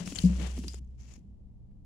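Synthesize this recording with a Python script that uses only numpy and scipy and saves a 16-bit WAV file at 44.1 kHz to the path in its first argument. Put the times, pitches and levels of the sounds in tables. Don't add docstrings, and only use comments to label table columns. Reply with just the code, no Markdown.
import sys
import numpy as np
from scipy import signal
from scipy.fft import rfft, irfft, next_fast_len
from scipy.io import wavfile

SR = 44100
rng = np.random.default_rng(int(sys.argv[2]) if len(sys.argv) > 2 else 0)


def master(y):
    cut = np.clip(np.atleast_2d(y).T, -1, 1)
    pcm = np.round(cut * 32767)
    wavfile.write(sys.argv[1], SR, pcm.astype(np.int16))


N = 81585
TIME = np.arange(N) / SR

# pitch in Hz, relative strength in dB.
ROOM_TONE = [(12, -19), (22, -2), (40, -2), (66, -4.5), (100, -12), (125, -7.5), (150, -17.5), (200, -12.5),
             (250, -19.5), (320, -28), (470, -32.5), (820, -41), (1500, -59.5), (3000, -60.5), (7200, -65),
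             (15800, -76)]
BUFFET_TONE = [(12, -8.5), (25, -5), (38, -9.5), (55, -2.5), (90, -1.5), (125, -19.5), (300, -45),
               (1500, -100)]
MURMUR_TONE = [(60, -28.5), (130, -16.5), (180, 7), (240, -8), (330, -12), (600, -33.5), (3000, -85.5)]
GRIT_TONE = [(30, -40), (150, -8), (450, 7), (900, -5), (1500, -6.5), (2600, -2), (5000, -12),
             (10000, -14.5), (15500, -35)]
SLIDE_TONE = [(100, -26), (400, 2.5), (1000, -3.5), (1500, -6.5), (2100, -1), (2700, 1), (3600, -7.5),
              (5000, -1.5), (6000, 2), (7300, 0), (8600, -16), (10600, -13), (12000, -22), (15800, -29.5)]
CRACK_TONE = [(100, -47), (400, -23), (1500, -5), (3500, -4.5), (7500, -6), (11000, -8.5), (15500, -26.5)]
HISS_TONE = [(100, -58), (500, -32.5), (1500, -18.5), (2200, -9), (2900, -1.5), (3700, -8), (4700, -3),
             (6000, -2), (7200, -2), (8200, -7), (9400, -9), (10600, -9.5), (12300, -21.5), (15800, -25.5)]
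SCRAPE_TONE = [(120, -12), (250, 2.5), (450, 7.5), (750, 3.5), (1300, -3), (2000, -0.5), (2900, -1),
               (4000, -6), (7000, -24), (14000, -59.5)]

# pitch in Hz, likeness from 0 to 1.
ROOM_LIKENESS = [(30, 0), (100, .9), (200, .88), (380, 0.02), (900, .15), (3000, 0)]
# pitch in Hz, level in dB.
HUM_NOTES = [(121, -63.5), (199, -65.5)]
# time in seconds, level in dB.
BUFFET_LEVELS = [(0, -52), (.04, -53.5), (.08, -50.5), (.14, -49.5), (.19, -43), (.225, -49), (.45, -46.5),
                 (.75, -55.5), (1.1, -61), (1.8, -65)]
# time in seconds, level in dB.
MURMUR_LEVELS = [(0, -41.5), (.13, -47.5), (.2, -42), (.23, -49), (.43, -41.5), (.52, -53), (.67, -42.5),
                 (.72, -64.5), (.81, -55), (.87, -72.5), (1.1, -64.5), (1.2, -60.5), (1.35, -74.5)]
# pitch in Hz, relative level in dB, seconds to fade by 60 dB.
WALL_NOTES = [(183.6, 0.5, .135), (236, -25, .15), (283, -29, 0.12), (490, -29.5, 0.085)]
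# start in seconds, strength in dB.
BUMPS = [(.002, -41), (.238, -9.5), (0.25, -14), (0.2546, -18.5), (.3003, -19), (0.31, -29.5), (.4185, -27)]
# start in seconds, grit level in dB, grit brightness in dB per octave,
# thud level in dB before doubling, thud pitch in Hz, grit's left minus right in dB.
PATS = [(0.0746, -34, -0.5, -34, 176, 1.5), (0.1224, -38, -0.5, -32, 265, 1.5),
        (0.18, -51, 3, -36.5, 59.3, 2), (0.398, -38, -3.5, -34.5, 308, 5), (.409, -54, 2, -36.5, 473, 5),
        (.5780, -39, -1.5, -33.5, 233, 0), (0.5896, -70, 4, -28.5, 217.6, 3),
        (.638, -40.5, -2, -50, 260, -1), (0.644, -43.5, -1.5, -41, 288, 5), (.662, -58, -14, -37, 184, 2),
        (.673, -66, -5, -43, 283, 13), (.683, -58, -11, -51, 200, -2), (0.7413, -44.5, -1.5, -41.5, 400, 6),
        (.808, -78, -2, -47, 140, 3), (1.179, -73, -2, -48, 246, -6), (1.713, -76.5, -2, -63, 245, 11)]
# start in seconds, level in dB, pitch in Hz, fade time in seconds,
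# crack compared with ring in dB, extra left minus right in dB.
SNAPS = [(.059, -43.5, 5470, 0.0033, -8, -3), (0.149, -40, 7340, 0.0034, -9, -2),
         (0.1563, -39, 7270, 0.0038, -4.5, 6), (0.157, -42, 2970, 0.0078, -9, 8),
         (0.161, -34, 6970, 0.0023, -17, 5), (0.1863, -27, 4380, 0.0025, -9.5, -0.5),
         (.188, -33.5, 3110, 0.0033, -17, 3), (.2022, -47, 7000, .001, 9, -7),
         (0.2499, -42, 4800, 0.0022, -3, -5), (.5874, -46, 6000, 0.0036, 1, -9),
         (0.6813, -31.5, 4850, 0.0039, -11.5, -9), (.686, -51, 4960, .045, -20, -5),
         (0.734, -50, 6900, .002, -3, 7), (0.744, -39, 7100, 0.0022, -8, -6),
         (0.846, -69.5, 6500, 0.0019, -8, -3), (.873, -73, 6190, .002, -11, -4),
         (1.009, -58, 5700, 0.0019, -7, 2), (1.021, -57, 6160, .001, -8, 5),
         (1.137, -50.5, 6800, 0.0029, -12, 0.5), (1.19, -76, 6000, 0.0047, 4.5, -2)]
# time in seconds, hiss level in dB, scrape level in dB (both before a boost).
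RUSTLE_LEVELS = [(0, -51.5, -48.5), (.048, -63, -59.5), (.060, -52, -59), (.115, -48.5, -58),
                 (.14, -58, -67), (.156, -49.5, -54), (.248, -49, -62), (.295, -57.5, -55),
                 (.385, -58.5, -58), (.402, -52, -51), (.46, -55.5, -49), (.55, -59, -62),
                 (.59, -54.5, -62), (.665, -58, -68.5), (.70, -57.5, -71), (.745, -60.5, -65),
                 (.792, -63.5, -71), (.80, -86.5, -87.5), (1.2, -91, -88), (1.45, -103, -101)]
# time in seconds, extra left minus right in dB.
RUSTLE_PAN = [(0, 4), (.08, -1.5), (.16, -3.5), (.35, 0.5), (.46, 1.5), (.6, -2.5), (.76, -3.5),
              (1.1, -2.5)]
# pitch in Hz, left minus right in dB.
SHADE = [(150, 2), (280, 5), (450, 12.5), (1800, 8.5), (3500, 9.5), (5200, 12), (6500, 21.5), (8200, 15),
         (9500, 0.5), (14000, 0)]


def gain(db):
    return 10 ** (np.asarray(db) / 20)


def normalize(x):
    return x / np.sqrt(np.mean(x ** 2) + 1e-30)


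def over_time(rows, column=1):
    rows = np.array(rows)
    return np.interp(TIME, rows[:, 0], rows[:, column])


def at_pitch(rows, hz):
    pitches, values = np.transpose(rows)
    return np.interp(np.log(hz + 1), np.log(pitches + 1), values)


def colour(x, tone):
    size = x.shape[-1]
    gains = gain(at_pitch(tone, np.fft.rfftfreq(size, 1 / SR)))
    return normalize(irfft(rfft(x) * gains, size))


def pan(db):
    sides = gain(np.outer([.5, -.5], db))
    return sides / sides.mean(0)


def stereo(x, likeness):
    return np.array([x[0], likeness * x[0] + np.sqrt(1 - likeness ** 2) * x[1]])


def noise(likeness, size=N):
    return stereo(rng.standard_normal((2, size)), likeness)


def drift(rate_hz):
    keep_slow = np.exp(-(np.fft.rfftfreq(N, 1 / SR) / rate_hz) ** 2)
    return normalize(irfft(rfft(rng.standard_normal(N)) * keep_slow, N))


def add(mix, start_s, sound):
    part = mix[:, round(start_s * SR):][:, :sound.shape[-1]]
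    part += sound[..., :part.shape[1]]


def room():
    likeness = at_pitch(ROOM_LIKENESS, np.fft.rfftfreq(N, 1 / SR))
    rumble = colour(irfft(stereo(rfft(noise(likeness=0)), likeness), N), ROOM_TONE)
    hum = 0
    for hz, db in HUM_NOTES:
        level = gain(db + 0.5 * drift(rate_hz=6))
        waver = 0.601 * drift(rate_hz=6)
        hum += level * np.sin(2 * np.pi * hz * TIME + waver)
    return gain(-52) * rumble + np.sqrt(2) * hum


def buffeting():
    return colour(noise(likeness=.7), BUFFET_TONE) * gain(over_time(BUFFET_LEVELS)) * pan(db=4)


def boom(start_s=.238, hz=63, db=-24.5, rise_s=0.0062, fade_60db_s=2.17):
    out = np.zeros((2, N))
    shape = gain(db - 60 * TIME / fade_60db_s) * (1 - np.exp(-TIME / rise_s))
    add(out, start_s, shape * np.sin(2 * np.pi * hz * TIME))
    return out


def wall(rise_s=0.0036):
    ring = -sum(gain(db - 60 * TIME / fade_s) * np.sin(2 * np.pi * hz * TIME)
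                for hz, db, fade_s in WALL_NOTES)
    ring *= 1 - np.exp(-TIME / rise_s)
    bumps = np.zeros((2, N))
    for start_s, db in BUMPS:
        add(bumps, start_s, gain(db) * ring)
    murmur = colour(noise(likeness=0.92), MURMUR_TONE) * gain(over_time(MURMUR_LEVELS))
    return (bumps + murmur) * pan(db=4)


def crumble(tone, fade_s, likeness, size=4096, rise_s=0.00015):
    t = TIME[:size]
    shape = (1 - np.exp(-t / rise_s)) * np.exp(-t / fade_s)
    burst = colour(noise(likeness, size), tone) * shape
    return burst / np.linalg.norm(burst, axis=1, keepdims=True) * np.linalg.norm(shape)


def pats(thud_rise_s=.002, thud_fade_cycles=1.32):
    out, t = np.zeros((2, N)), TIME[:SR // 8]
    for start_s, grit_db, brightness, thud_db, thud_hz, side_db in PATS:
        tone = [(hz, db + brightness * np.log2(hz)) for hz, db in GRIT_TONE]
        grit = crumble(tone, fade_s=0.0025, likeness=0.65)
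        add(out, start_s, gain(grit_db) * pan(side_db) * grit)
        shape = (1 - np.exp(-t / thud_rise_s)) * np.exp(-t * thud_hz / thud_fade_cycles)
        thud = -np.sin(2 * np.pi * thud_hz * t) * shape
        add(out, start_s, 2 * gain(thud_db) * thud)
    return out


def friction(clicks_per_s=7000, spread_db=3, smooth_share=.5, flutter_db=1.5):
    sizes = gain(spread_db * np.minimum(rng.exponential(1, N), 5))
    hits = rng.random(N) < clicks_per_s / SR
    clicks = normalize(sizes * hits * noise(likeness=0))
    rubbing = np.sqrt(1 - smooth_share) * clicks + np.sqrt(smooth_share) * noise(likeness=0)
    return stereo(rubbing, likeness=0.082) * gain(flutter_db * drift(rate_hz=70))


def slide(start_s=0.97, stop_s=1.155, rise_s=0.029, fade_s=0.017, swell_db_per_s=35.5):
    elapsed = np.clip(TIME - start_s, 0, stop_s - start_s)
    fade_in = np.minimum(elapsed / rise_s, 1)
    fade_out = np.exp(-np.maximum(TIME - stop_s, 0) / fade_s)
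    level = gain(-67 + swell_db_per_s * elapsed) * fade_in * fade_out
    return colour(friction(), SLIDE_TONE) * level * pan(db=-3.5)


def snaps():
    out = np.zeros((2, N))
    for start_s, db, hz, fade_s, crack_db, side_db in SNAPS:
        crack = crumble(CRACK_TONE, fade_s, likeness=0.31)
        width_hz = 340 / (1 + fade_s / 0.027)
        ring = signal.lfilter(*signal.iirpeak(hz, hz / width_hz, SR), crack)
        ring *= np.linalg.norm(crack[0]) / np.linalg.norm(ring, axis=1, keepdims=True)
        add(out, start_s, gain(db) * pan(side_db) * (ring + gain(crack_db) * crack))
    return out


def rustle(hiss_boost_db=1.5, scrape_boost_db=2):
    hiss = colour(friction(), HISS_TONE) * gain(hiss_boost_db + over_time(RUSTLE_LEVELS, 1))
    scrape = colour(friction(), SCRAPE_TONE) * gain(scrape_boost_db + over_time(RUSTLE_LEVELS, 2))
    return (hiss + scrape) * pan(over_time(RUSTLE_PAN))


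def shade(x):
    size = next_fast_len(N + SR // 8)
    sides = pan(at_pitch(SHADE, np.fft.rfftfreq(size, 1 / SR)))
    return irfft(rfft(x, size) * sides, size)[:, :N]


def scene():
    return shade(rustle() + slide() + snaps()) + pats() + wall() + boom() + buffeting() + room()


def record(dry):
    cutoff_hz = 15850
    lowpass = signal.firwin(511, cutoff_hz, window=("kaiser", 9), fs=SR)
    return signal.oaconvolve(dry, lowpass[None], "same")


dry = scene()
out = record(dry)
master(out)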